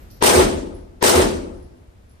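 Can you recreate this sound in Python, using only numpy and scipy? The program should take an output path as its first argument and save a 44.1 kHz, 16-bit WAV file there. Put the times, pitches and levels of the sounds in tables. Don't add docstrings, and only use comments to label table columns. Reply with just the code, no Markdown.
import sys
import numpy as np
from scipy import signal
from scipy.fft import rfft, irfft
from scipy.io import wavfile
from scipy.ndimage import uniform_filter1d

SR = 44100
rng = np.random.default_rng(int(sys.argv[2]) if len(sys.argv) > 2 else 0)


def int16_out(signal):
    q = np.round(np.clip(np.atleast_2d(signal).T, -1, 1) * 32767)
    wavfile.write(sys.argv[1], SR, q.astype(np.int16))


N = 97020
T = np.arange(N) / SR
HZ = np.fft.rfftfreq(N, 1 / SR)


def amp(db):
    return 10 ** (np.asarray(db) / 20)


def evened(x):
    return x / np.sqrt(np.mean(x ** 2) + 1e-20)


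def read(points):
    f, value = np.transpose(points)
    return np.interp(np.log(HZ + 1), np.log(f + 1), value)


def late(x, s):
    return np.pad(x, ((0, 0), (round(max(s, 0) * SR), 0)))[:, :N]


def smooth(x, size):
    return uniform_filter1d(uniform_filter1d(x, size), size)


def peak_db(hz, width, db):
    return db / (1 + (2 * (HZ - hz) / width) ** 2)


# frequency in Hz, likeness from -1 (opposite) to 1 (same).
LIKENESS = [(60, 1), (95, 0.76), (150, 1), (240, 0.55), (380, -0.081), (600, 0.059), (950, -0.48),
            (1500, -0.32), (2380, -0.068), (3770, 0.22), (5980, 0.062), (9470, -0.35), (11500, -0.56),
            (15000, 0.14)]
# frequency in Hz, left minus right in dB.
LEAN = [(60, 0.5), (92, 0), (140, -3.5), (210, 2.5), (330, 2.5), (500, 4), (770, 6.5), (1170, 2),
        (1790, 2.5), (2740, 0), (4190, 1.5), (6410, 1.5), (9810, -7.5), (15000, 4.5)]


def pair():
    a, b = rfft(rng.standard_normal((2, N)))
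    same = np.clip(read(LIKENESS), -1, 1)
    right = same * a + np.sqrt(1 - same ** 2) * b
    return np.array([a, right]) * amp(np.outer([.5, -.5], read(LEAN)))


# frequency in Hz, relative level in dB per Hz.
AIR = [(12, -25.5), (25, -8), (45, -2), (70, -1), (100, -5.5), (150, -16), (300, -17.5), (560, -23),
       (850, -28.5), (1640, -32), (5300, -43), (8400, -44), (10400, -44.5), (13000, -46), (15500, -64)]
AIR_DB = -45.5
RUMBLE_HZ, RUMBLE_RISE_DB_PER_S = 140, 0.5
THROB_DEPTH, THROBS_PER_S, THROB_PEAK_S = .4, 13, 1.745
FADING_DB, FADING_T60 = 3, 1.4


def ventilation():
    z = pair() * amp(read(AIR))
    low = 1 / (1 + (HZ / RUMBLE_HZ) ** 4)
    since_peak = T - THROB_PEAK_S
    throb = 1 + THROB_DEPTH * np.cos(2 * np.pi * THROBS_PER_S * since_peak)
    rumble = irfft(z * low, N) * throb * amp(RUMBLE_RISE_DB_PER_S * since_peak)
    hiss = irfft(z * (1 - low), N)
    earlier_shot = amp(FADING_DB - 60 * T / FADING_T60)
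    return amp(AIR_DB) * evened(rumble + hiss) * (1 + earlier_shot)


# start in seconds, level in dB, then upper tone and rattle in dB
CASES = [(0.0, -78, 19, -5), (0.098, -56.5, 4, 14.5), (0.742, -52, -28.5, 2), (1.0, -64, -19, 13),
         (1.385, -62.5, -24.5, -8), (1.535, -58, -24.5, 6), (1.62, -59, -22.5, 4), (1.76, -66.5, -28, 1),
         (2.09, -60, -17, 2.5)]
# frequency in Hz, time to decay by 60 dB in seconds.
BRASS = [(10680, 0.29), (12280, .6)]
RATTLE_HZ, RATTLE_T60 = (4130, 5900), 0.71
WAVER = 1


def cases():
    out = np.zeros((2, N))
    b, a = signal.butter(2, RATTLE_HZ, "band", fs=SR)
    for s, db, upper_db, rattle_db in CASES:
        noise = rng.standard_normal((4, N))
        waver = 1 + WAVER * evened(uniform_filter1d(noise[:2], 150))
        ring = np.zeros(N)
        for (hz, t60), tone_db in zip(BRASS, (0, upper_db)):
            ring += amp(tone_db - 60 * T / t60) * np.sin(2 * np.pi * hz * T)
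        rattle = amp(rattle_db - 60 * T / RATTLE_T60) * signal.lfilter(b, a, noise[2:])
        onset = np.minimum(T / 0.0072, 1)
        out += amp(db) * late((ring * waver + rattle) * onset, s)
    return out


# frequency in Hz, relative level in dB per Hz.
ROAR = [(15, -51.5), (25, -27), (48, -26), (80, -4), (120, -14), (285, -5), (367, -1), (450, -4.5),
        (675, -8), (747, -16), (870, -12), (1720, -19), (2590, -21.5), (7500, -29), (8300, -22),
        (10700, -31), (12500, -29), (15500, -42.5)]
LEAD_S, LEAD_DB, LEAD_DB_PER_S = 0.018, -16, 1505.5
LEAD_HZ = 6710
LEAD_BASS_DB = (-3, -9)


def lead():
    tilt = amp(np.outer(LEAD_BASS_DB, HZ < 1200)) * (HZ > 250)
    treble_cut = 1 / (1 + (HZ / LEAD_HZ) ** 8)
    noise = evened(irfft(pair() * amp(read(ROAR)) * treble_cut * tilt, N))
    growth = amp(LEAD_DB + LEAD_DB_PER_S * np.minimum(T - LEAD_S, 0))
    return noise * growth * (T < LEAD_S) * np.minimum(T / 0.0016, 1)


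# delay in seconds, thud level left and right in dB, thud frequency in Hz,
# thud 60 dB decay in seconds, crack level in dB, crack 60 dB decay in seconds.
EARLY = [(0.0013, -4.5, -20, 962, 0.03, -10.5, 0.011), (.002, -6.5, -25, 390, 0.07, -21.5, 0.14),
         (0.0108, -20, -21, 700, .012, -16, .03), (0.0157, -15.5, -12.5, 600, 0.012, -12.5, 0.016)]
# frequency in Hz, width in Hz, boost in dB.
CRACK_RING = (8500, 1100, 6.5)
# delay of the middle in seconds, frequency in Hz, length in seconds, level in dB.
RETURNS = [(0.07, 60.3, 0.013, -28.5), (0.164, 80, 0.061, -17.5), (0.235, 36.7, 0.062, -23),
           (0.316, 75.1, 0.11, -30), (.38, 44, 0.058, -33), (0.536, 40, 0.23, -40.5),
           (0.063, 380, 0.012, -21), (0.159, 367, 0.078, -15), (0.154, 447, 0.012, -18.5),
           (0.337, 302, 0.15, -37.5), (.645, 380, 0.036, -46.5)]


def blast():
    out, t = np.zeros((2, N)), T[:SR // 10]
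    sharp = amp(read(ROAR) + peak_db(*CRACK_RING)) * (HZ > 1500)
    for delay, left_db, right_db, hz, t60, crack_db, crack_t60 in EARLY:
        thud = np.sin(2 * np.pi * hz * t) * amp(-60 * t / t60)
        noise = evened(irfft(pair() * sharp, N))[:, :len(t)]
        crack = noise * amp(crack_db - 60 * t / crack_t60)
        at = round(max(delay, 0) * SR)
        out[:, at:at + len(t)] += thud * amp([[left_db], [right_db]]) + crack
    for s, hz, length, db in RETURNS:
        hump = np.exp(-(2 * (T - s) / length) ** 2)
        out += amp(db) * hump * np.sin(2 * np.pi * hz * (T - s))
    return out


PATCHY_DB, PATCHY_LOW_HZ = 2.8, 900


def patchy(x):
    hz, _, z = signal.stft(x, SR, nperseg=512, noverlap=384)
    patches = uniform_filter1d(rng.standard_normal(z.shape), size=4, axis=1)
    patches = uniform_filter1d(patches, size=9, axis=2)
    strength = np.minimum(hz / PATCHY_LOW_HZ, 1)[:, None] ** 2
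    z = z * amp(PATCHY_DB * evened(patches) * strength)
    return signal.istft(z, nperseg=512, noverlap=384)[1][:, :N]


# frequency in Hz, width in Hz, boost in dB.
HALL_MODES = [(248, 16, 4.5), (343, 10.1, 5.5), (380, 40, 3), (502, 14, 4.5), (670, 9.2, 2), (698, 12.3, 1),
              (824, 37, 3.5), (883, 10, 8)]
# centre in Hz, hold in seconds, start level relative to the
# end of the hold in dB, 60 dB decay after it in seconds, level of the late tail in dB.
HALL = [(40, 0.59, -7.5, 0.72, -20), (91, 0.17, -8.5, 0.8, -19.5), (191, 0.23, -9, 1, -23),
        (380, 0.18, -4.5, 0.83, -19), (900, 0.19, 1.5, 0.44, -8), (2550, 0.18, 0.5, 0.54, -22.5),
        (6200, 0.21, 7.5, 0.51, -27.5), (13400, .17, 5.5, 0.38, -43.5)]
# delay in seconds, boost in dB.
SLAPS = [(.032, 4.5), (.044, 4), (.062, 4.5), (.074, 1), (.125, 2.5), (.19, 1.5)]
SLAP_S, SLAP_LOW_HZ = 0.0057, 1200
RISE_S, LATE_T60 = 0.0037, 1.26
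STEP_DB, STEP_S = -2.5, 0.019
LUMPY_DB, LUMP_S = .8, .012


def hall():
    colour_db = read(ROAR) + sum(peak_db(*mode) for mode in HALL_MODES)
    z, out = pair() * amp(colour_db), np.zeros((2, N))
    z /= np.sqrt(np.mean(irfft(z, N) ** 2))
    for k, (hz, hold, start_db, t60, tail_db) in enumerate(HALL):
        share = read([(row[0], float(j == k)) for j, row in enumerate(HALL)])
        drift_db = start_db * np.maximum(1 - T / hold, 0)
        decay_db = -60 * np.maximum(T - hold, 0) / t60
        step_db = STEP_DB * np.clip((T - hold) / STEP_S, 0, 1)
        shape = amp(drift_db + decay_db + step_db) + amp(tail_db - 60 * T / LATE_T60)
        lumps = evened(smooth(rng.standard_normal(N), round(LUMP_S * SR)))
        if hz > SLAP_LOW_HZ:
            shape = shape * amp(sum(db * np.exp(-((T - s) / SLAP_S) ** 2) for s, db in SLAPS))
        out += irfft(z * share, N) * shape * amp(LUMPY_DB * lumps)
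    return patchy(out) * np.minimum(T / RISE_S, 1)


# start in seconds, level in dB.
SHOTS = [(0.2232, 3), (1.0253, 1.73)]
# frequency in Hz, share of the roar common to all shots (0 to 1).
ALIKE = [(500, .93), (2000, .6), (5000, .33)]
ROAR_DB, FILL_S = -12.5, .0105


def shots():
    alike, shared = read(ALIKE), rfft(hall())
    out = np.zeros((2, N))
    for s, db in SHOTS:
        own = rfft(hall())
        roar = irfft(alike * shared + np.sqrt(1 - alike ** 2) * own, N)
        swell = late(lead(), s + EARLY[0][0] - LEAD_S)
        out += amp(db) * (swell + late(blast(), s) + amp(ROAR_DB) * late(roar, s + FILL_S))
    return out


def scene():
    return ventilation() + cases() + shots()


# frequency in Hz, level in dB.
TOP = [(10900, -2), (11150, -24.5), (11800, -12), (12150, -3), (13600, 0), (14800, -2.5), (15300, -7)]
CEILING, EDGE_HZ = 1.05, 15400


def record(dry):
    x = irfft(rfft(dry) * amp(read(TOP)), N)
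    x = x / (1 + (x / CEILING) ** 4) ** .25
    lowpass = signal.firwin(511, EDGE_HZ, window=("kaiser", 9), fs=SR)
    return signal.oaconvolve(x, lowpass[None], "same")


dry = scene()
out = record(dry)
int16_out(out)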